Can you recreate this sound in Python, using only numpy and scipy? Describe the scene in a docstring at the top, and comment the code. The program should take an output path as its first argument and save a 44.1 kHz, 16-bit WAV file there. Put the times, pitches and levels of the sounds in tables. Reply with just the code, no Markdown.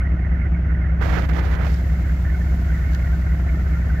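"""A slow eight-cylinder boat engine throbs steadily over an icy river, booming through the hull.
Something loose knocks once a cycle; the firings shake the fittings into a buzz, and now and then
one chafes and chirps. Water churns behind it. After a second something rubs along the right side
of the microphone with a grainy scuff, and a thin hiss comes in and stays."""
import sys
import numpy as np
from scipy import signal
from scipy.fft import rfft, irfft
from scipy.io import wavfile
from scipy.ndimage import uniform_filter1d

SR = 44100
rng = np.random.default_rng(int(sys.argv[2]) if len(sys.argv) > 2 else 0)


def transcribe(u):
    """Save the signal u as a 16-bit wav file named by the first command-line argument.

    u: samples, shape (n,) or (channels, n), limited to [-1, 1]; the rate is SR.
    q: integer samples, one column per channel.
    """
    v = np.clip(np.atleast_2d(u).T, -1, 1)
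    q = np.round(v * 32767).astype(np.int16)
    wavfile.write(sys.argv[1], SR, q)


N = 176400
T = np.arange(N) / SR
FREQS = np.maximum(np.fft.rfftfreq(N, 1 / SR), 1)
CYCLE_HZ, CYLINDERS, FIRING_CREST_S = 5, 8, 0.021  # one engine cycle is two crank turns

# the hull's throb over one cycle, low to high: (time [s], relative level [dB])
BOOM_THROB = [(0, -17), (.018, -22.5), (.037, -16), (.057, -24), (.075, -18.5), (.093, -20.5),
              (.127, -14.5), (.172, -23.5), (.2, -17)]
GROWL_THROB = [(0, -44), (.014, -42), (.033, -31), (.063, -27), (.085, -43), (.098, -37), (.12, -43),
               (.156, -29), (.176, -42), (.2, -42)]
DRONE_THROB = [(0, -29), (.022, -30), (.038, -34), (.056, -35), (.066, -31), (.078, -33), (.094, -27),
               (.108, -31), (.12, -26.5), (.145, -26.5), (.157, -30), (.17, -29), (.19, -32), (.2, -29)]
# engine tones: (order [multiple of the cycle rate], relative level [dB])
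ENGINE_TONES = [(8, -35.5), (16, -35), (17, -46), (19, -41), (25, -48.5), (26, -47.5), (29, -44),
                (37, -49.5), (42, -51)]
# deck rumble: (frequency [Hz], level [dB per Hz])
RUMBLE_EQ = [(15, -98), (28, -71), (42, -59), (65, -54), (110, -55.5), (170, -59.5), (215, -62.5),
             (250, -67.5), (400, -86), (900, -110)]
# dull colour of the knock: (frequency [Hz], relative level [dB])
KNOCK_EQ = [(100, -18), (280, -0.5), (450, -12), (680, 8), (1000, -17), (2500, -25), (4000, -63.5)]
# resonances of the fittings: (frequency [Hz], width [Hz], relative level [dB])
FITTING_MODES = [(1270, 110, -9.5), (1390, 35, -1), (1499, 38, 0.5), (1630, 90, -6.5), (1796, 38, 1),
                 (1952, 82, -4), (2142, 86, -3.5)]
# fader on the buzz before and after the rub: (time [s], relative level [dB])
BUZZ_EARLY = [(0.02, -42.5), (0.104, -49.5), (0.466, -45.5), (0.49, -56), (0.568, -49), (0.602, -54),
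              (0.708, -44.5), (0.794, -48), (0.85, -45), (0.98, -50.5)]
BUZZ_LATE = [(1.76, -49), (1.99, -47.5), (2.03, -52), (2.05, -42.5), (2.21, -53.5), (2.26, -44),
             (2.62, -51), (2.66, -45), (3.07, -45), (3.19, -52.5), (3.27, -43.5), (3.455, -52.5),
             (3.47, -43.5), (3.59, -48.5), (3.77, -43), (3.8, -47.5), (4.0, -44.5)]
# pan of the fittings: (time [s], left minus right [dB])
FITTINGS_PAN = [(0, -8), (1, -7), (1.9, -2.5), (2.8, -2), (4, -2.5)]
# chirps of chafing fittings: (time [s], pitch [Hz], level before panning [dB])
SQUEAKS = [(.062, 1883, -42), (.255, 1914, -42.5), (.43, 2100, -45), (.462, 1950, -41.5),
           (.55, 2160, -43.5), (.70, 1460, -41.5), (.83, 2110, -43.5), (.868, 1927, -45),
           (2.055, 1550, -42.5), (2.27, 1784, -40.5), (2.35, 2150, -44.5), (2.70, 1480, -42),
           (2.75, 1960, -41), (2.897, 2130, -42), (2.95, 1460, -42), (3.07, 1880, -42), (3.147, 1510, -39),
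           (3.475, 1786, -42), (3.597, 1400, -42), (3.9, 1494, -39), (3.985, 1780, -41.5)]
# colours of the rub and the brushes: (frequency [Hz], relative level [dB])
RUB_EQ = [(100, 5), (200, 0), (350, -0.5), (700, -2.5), (1050, -6.5), (1500, -3), (2150, -6), (2500, -14.5),
          (4000, -21), (7000, -30.5), (9400, -47), (12300, -36), (16000, -41)]
BRUSH_EQ = [(1500, -8), (3000, 1), (5000, 0.5), (7500, -8), (9400, -25), (12500, -10), (16000, -22)]
# the rub's body, which follows the pressure, and its treble: (time [s], relative level [dB])
RUB_PRESSURE = [(.99, -55), (1.005, -36), (1.014, -19.5), (1.035, -25), (1.11, -24), (1.185, -20.5),
                (1.21, -29), (1.245, -24), (1.27, -38), (1.286, -40), (1.292, -24.5), (1.324, -31),
                (1.348, -26.5), (1.392, -23), (1.415, -28), (1.47, -27), (1.488, -30), (1.552, -25.5),
                (1.577, -32), (1.6, -27.5), (1.665, -28), (1.71, -36), (1.8, -45)]
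RUB_TREBLE = [(1.0, -50), (1.015, -25), (1.19, -24), (1.215, -28), (1.255, -27), (1.268, -42), (1.288, -44),
              (1.291, -22), (1.312, -31), (1.324, -44), (1.334, -29), (1.395, -24), (1.408, -28),
              (1.415, -37), (1.44, -29), (1.47, -27), (1.49, -32), (1.557, -26), (1.575, -44), (1.6, -33),
              (1.64, -30), (1.8, -46)]
# light strokes over the casing: (time [s], half length [s], level [dB])
BRUSH_STROKES = [(1.706, 0.084, -44), (2.942, 0.022, -48)]
# ticks on the casing: (time [s], level [dB])
CASING_TICKS = [(1.291, -52), (1.374, -43), (1.728, -40), (2.95, -48)]
# churning water: (frequency [Hz], level [dB per Hz])
CHURN_EQ = [(150, -62), (240, -64.5), (320, -63), (460, -75), (520, -71), (560, -73.5), (620, -69.5),
            (720, -70.5), (820, -78), (1050, -78.5), (2000, -79.5), (3000, -93), (4000, -120)]
# thin hiss in each ear, and faint air: (frequency [Hz], relative level [dB per Hz])
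HISS_LEFT_EQ = [(1000, -100), (3000, -93), (5000, -99), (8500, -102), (10500, -100), (13000, -95),
                (16000, -95.5)]
HISS_RIGHT_EQ = [(1000, -105.5), (2700, -89.5), (4500, -89.5), (7300, -91), (9400, -112), (12300, -96.5),
                 (16000, -102)]
AIR_EQ = [(1000, -90), (2700, -90), (4000, -102), (6500, -103), (7400, -106), (8300, -126), (16000, -122)]
# fader on the hiss: (time [s], gain [dB])
HISS_FADER = [(0, -40), (.94, -30), (.97, -18), (1.0, -10), (1.018, 0), (2.2, -.5), (2.9, .5), (3.4, -1.5),
              (4, -1.5)]
# stereo image of the noise beds: (frequency [Hz], likeness of left and right [0-1])
STEREO_LIKENESS = [(60, 0.78), (300, 1), (500, 0.77), (750, 0.6), (1100, 0), (1700, 0.24), (15000, 0)]


def from_db(db):
    """Decibels to gain."""
    return 10 ** (np.asarray(db) / 20)


def rms_one(x):
    """Scale to rms 1."""
    return x / np.sqrt(np.mean(x ** 2) + 1e-20)


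def in_time(rows):
    """Join (time [s], value) rows by straight lines."""
    return np.interp(T, *np.transpose(rows))


def at_freqs(rows):
    """Join (frequency [Hz], value) rows on a log axis."""
    hz, value = np.transpose(rows)
    return np.interp(np.log(FREQS), np.log(hz), value)


def colour(noise, eq):
    """Shape unit white noise to an EQ curve in dB per Hz, rolling off above its last point."""
    roll_off = np.minimum(1, eq[-1][0] / FREQS) ** 4
    return irfft(rfft(noise) * from_db(at_freqs(eq)) * roll_off * np.sqrt(SR / 2), N)


def drift(rate_hz):
    """Random modulation of rms 1, mostly slower than rate_hz."""
    return rms_one(irfft(rfft(rng.standard_normal(N)) / (1 + (FREQS / rate_hz) ** 2), N))


def stereo_noise():
    """White noise, centred in the bass and wide in the treble."""
    mid, side = rfft(rng.standard_normal((2, N)))
    alike = np.clip(at_freqs(STEREO_LIKENESS), -1, 1)
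    return irfft(np.sqrt((1 + alike) / 2) * mid + np.sqrt((1 - alike) / 2) * side * [[1], [-1]], N)


def beat(per_cycle, crest_s):
    """A swing between -1 and 1, paced by the engine."""
    return np.cos(2 * np.pi * per_cycle * CYCLE_HZ * (T - crest_s))


def swell(time_s, hz, db, half_length_s, width_hz, fall_hz_per_s=0):
    """A short rough tone that swells and dies around time_s, with an optional downward glide."""
    since = T - time_s
    roughness = drift(width_hz) + 1j * drift(width_hz)
    tone = np.real(roughness * np.exp(2j * np.pi * (hz - fall_hz_per_s * since / 2) * since))
    envelope = np.exp(-(since / half_length_s) ** 2)
    return from_db(db) * envelope * tone / np.sqrt(np.average(tone ** 2, weights=envelope ** 2))


def hull_tone(throb, order, sag_hz, sags_per_cycle, sag_s):
    """A hull resonance at one engine order, throbbing each cycle while its pitch sags and recovers."""
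    level_db = np.interp(T % (1 / CYCLE_HZ), *np.transpose(throb))
    envelope = uniform_filter1d(from_db(level_db), size=300)
    hz = order * CYCLE_HZ - sag_hz * beat(sags_per_cycle, sag_s)
    return np.sqrt(2) * envelope * np.sin(2 * np.pi * np.cumsum(hz) / SR)


def hull():
    """The engine makes the hull boom, growl and drone; the drone wavers a little in level."""
    boom = hull_tone(BOOM_THROB, order=13, sag_hz=4.9, sags_per_cycle=2, sag_s=0.012)
    growl = hull_tone(GROWL_THROB, order=22, sag_hz=10, sags_per_cycle=0.99, sag_s=0.075)
    drone = hull_tone(DRONE_THROB, order=33, sag_hz=7.6, sags_per_cycle=0.99, sag_s=0.075)
    return boom + growl + drone * from_db(-1 + 0.56 * drift(10))


def engine():
    """Steady engine tones at multiples of the cycle rate hum and beat over a dull deck rumble."""
    offset_s, scatter_rad_per_db = 0.1415, 0.47
    loudest_db = max(db for _, db in ENGINE_TONES)
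    tones = np.zeros(N)
    for order, db in ENGINE_TONES:
        # the weaker the tone, the more random its phase
        scatter = scatter_rad_per_db * (loudest_db - db) * rng.standard_normal()
        phase = 2 * np.pi * order * CYCLE_HZ * (T - offset_s) + scatter + 0.017 * drift(1.6)
        tones += np.sqrt(2) * from_db(db + 1.5) * np.cos(phase)
    return tones + colour(stereo_noise(), RUMBLE_EQ)


def knock():
    """Something loose knocks dully once a cycle, now harder, now softer."""
    hit_s, attack_s, decay_s = 0.194, 0.00082, 0.0033
    since = (T - hit_s) % (1 / CYCLE_HZ)
    envelope = (1 - np.exp(-since / attack_s)) * np.exp(-since / decay_s)
    thud = rms_one(colour(rng.standard_normal(N), KNOCK_EQ))
    return thud * envelope * from_db(-35.5 + 3.5 * drift(2.6))


def resonance(x, hz, width_hz):
    """The ring of one fitting: a two-pole resonance with unity gain at its peak."""
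    radius = np.exp(-np.pi * width_hz / SR)
    feedback = [1, -2 * radius * np.cos(2 * np.pi * hz / SR), radius ** 2]
    return signal.lfilter(np.array([1, 0, -1]) * (1 - radius ** 2) / 2, feedback, x)


def fittings_buzz():
    """Each firing shakes loose fittings, which buzz in a cluster of flickering resonances."""
    firing_db = 2 * beat(CYLINDERS, FIRING_CREST_S)
    chatter_db = beat(CYLINDERS / 2, crest_s=0.053)  # every second firing shakes harder
    shake = stereo_noise() * from_db(firing_db + chatter_db + 1.2 * drift(120))
    buzz = np.zeros((2, N))
    for k, (hz, width_hz, db) in enumerate(FITTING_MODES):
        flicker_db = 3.5 * drift(30)  # each fitting comes and goes on its own
        buzz += (-1) ** k * from_db(db + flicker_db) * resonance(shake, hz, width_hz)
    buzz = signal.sosfilt(signal.butter(6, 2500, fs=SR, output="sos"), buzz)
    # even out the level, then ride the fader
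    running_rms = np.sqrt(uniform_filter1d(np.mean(buzz ** 2, axis=0), size=3300) + 1e-20)
    fader_db = in_time(list(BUZZ_EARLY) + list(BUZZ_LATE)) + 4
    return buzz / running_rms * from_db(fader_db)


def squeaks():
    """Now and then one fitting chafes, and a falling chirp pokes out of the buzz."""
    return sum(swell(time_s, hz, db, half_length_s=0.016, width_hz=71, fall_hz_per_s=2200)
               for time_s, hz, db in SQUEAKS)


def friction(eq, grain_db, grain_hz):
    """Grainy sliding noise of rms 1."""
    return rms_one(colour(rng.standard_normal(N) * from_db(grain_db * drift(grain_hz)), eq))


def rub():
    """A dull scuff that catches with one bump; its treble drops out where the contact lifts."""
    crossover_hz = 3050
    slips = friction(RUB_EQ, grain_db=1.7, grain_hz=250)
    highs = irfft(rfft(slips) / (1 + (crossover_hz / FREQS) ** 8), N)
    body = (slips - highs) * from_db(in_time(RUB_PRESSURE) + 0.7)
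    sputter = highs * from_db(in_time(RUB_TREBLE) + 1.2)
    bump = swell(time_s=1.183, hz=360, db=-25, half_length_s=0.011, width_hz=64)
    return body + sputter + bump


def brushes():
    """Light, bright strokes graze the casing."""
    strokes = sum(from_db(db) * np.exp(-((T - time_s) / half_length_s) ** 2)
                  for time_s, half_length_s, db in BRUSH_STROKES)
    return strokes * friction(BRUSH_EQ, grain_db=5.5, grain_hz=300)


def ticks(decay_s=0.002):
    """Small ticks on the casing, each a snap of white noise."""
    envelope = sum(from_db(db) * (T > time_s) * np.exp(-np.abs(T - time_s) / decay_s)
                   for time_s, db in CASING_TICKS)
    return envelope * rng.standard_normal(N)


def churn():
    """Churning water pulses three times a cycle and with each firing."""
    pulse_db = 1.45 * beat(3, crest_s=0.066) + 2 * beat(CYLINDERS, FIRING_CREST_S)
    return colour(stereo_noise() * from_db(pulse_db), CHURN_EQ)


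def hiss():
    """A thin, softly wavering hiss sets in with the rub; the right port is muffled while rubbed."""
    left, right = rng.standard_normal((2, N))
    covered = uniform_filter1d(1.0 * ((T > 1.0) & (T < 1.63)), size=1500)
    thin = np.array([colour(left, HISS_LEFT_EQ), from_db(-15 * covered) * colour(right, HISS_RIGHT_EQ)])
    return thin * from_db(in_time(HISS_FADER) + 0.53 * drift(9.7))


def air():
    """A faint bed of air throughout, well to the left."""
    return colour(stereo_noise(), AIR_EQ) * from_db([[0], [-24.5]])


def scene():
    """Boat and water in the middle, fittings leaning right, the rub hard right, hiss and air behind."""
    boat_and_water = hull() + engine() + knock() + churn()
    fittings = (fittings_buzz() + squeaks()) * from_db(in_time(FITTINGS_PAN) * [[0.5], [-0.5]])
    handling = (rub() + brushes() + ticks()) * from_db([[-26], [0]])
    return boat_and_water + fittings + handling + hiss() + air()


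def record(dry):
    """A steep high cut on the mix, 70 dB down from 16.4 kHz."""
    return signal.sosfilt(signal.cheby2(16, 70, 16400, fs=SR, output="sos"), dry)


dry = scene()
out = record(dry)
transcribe(out)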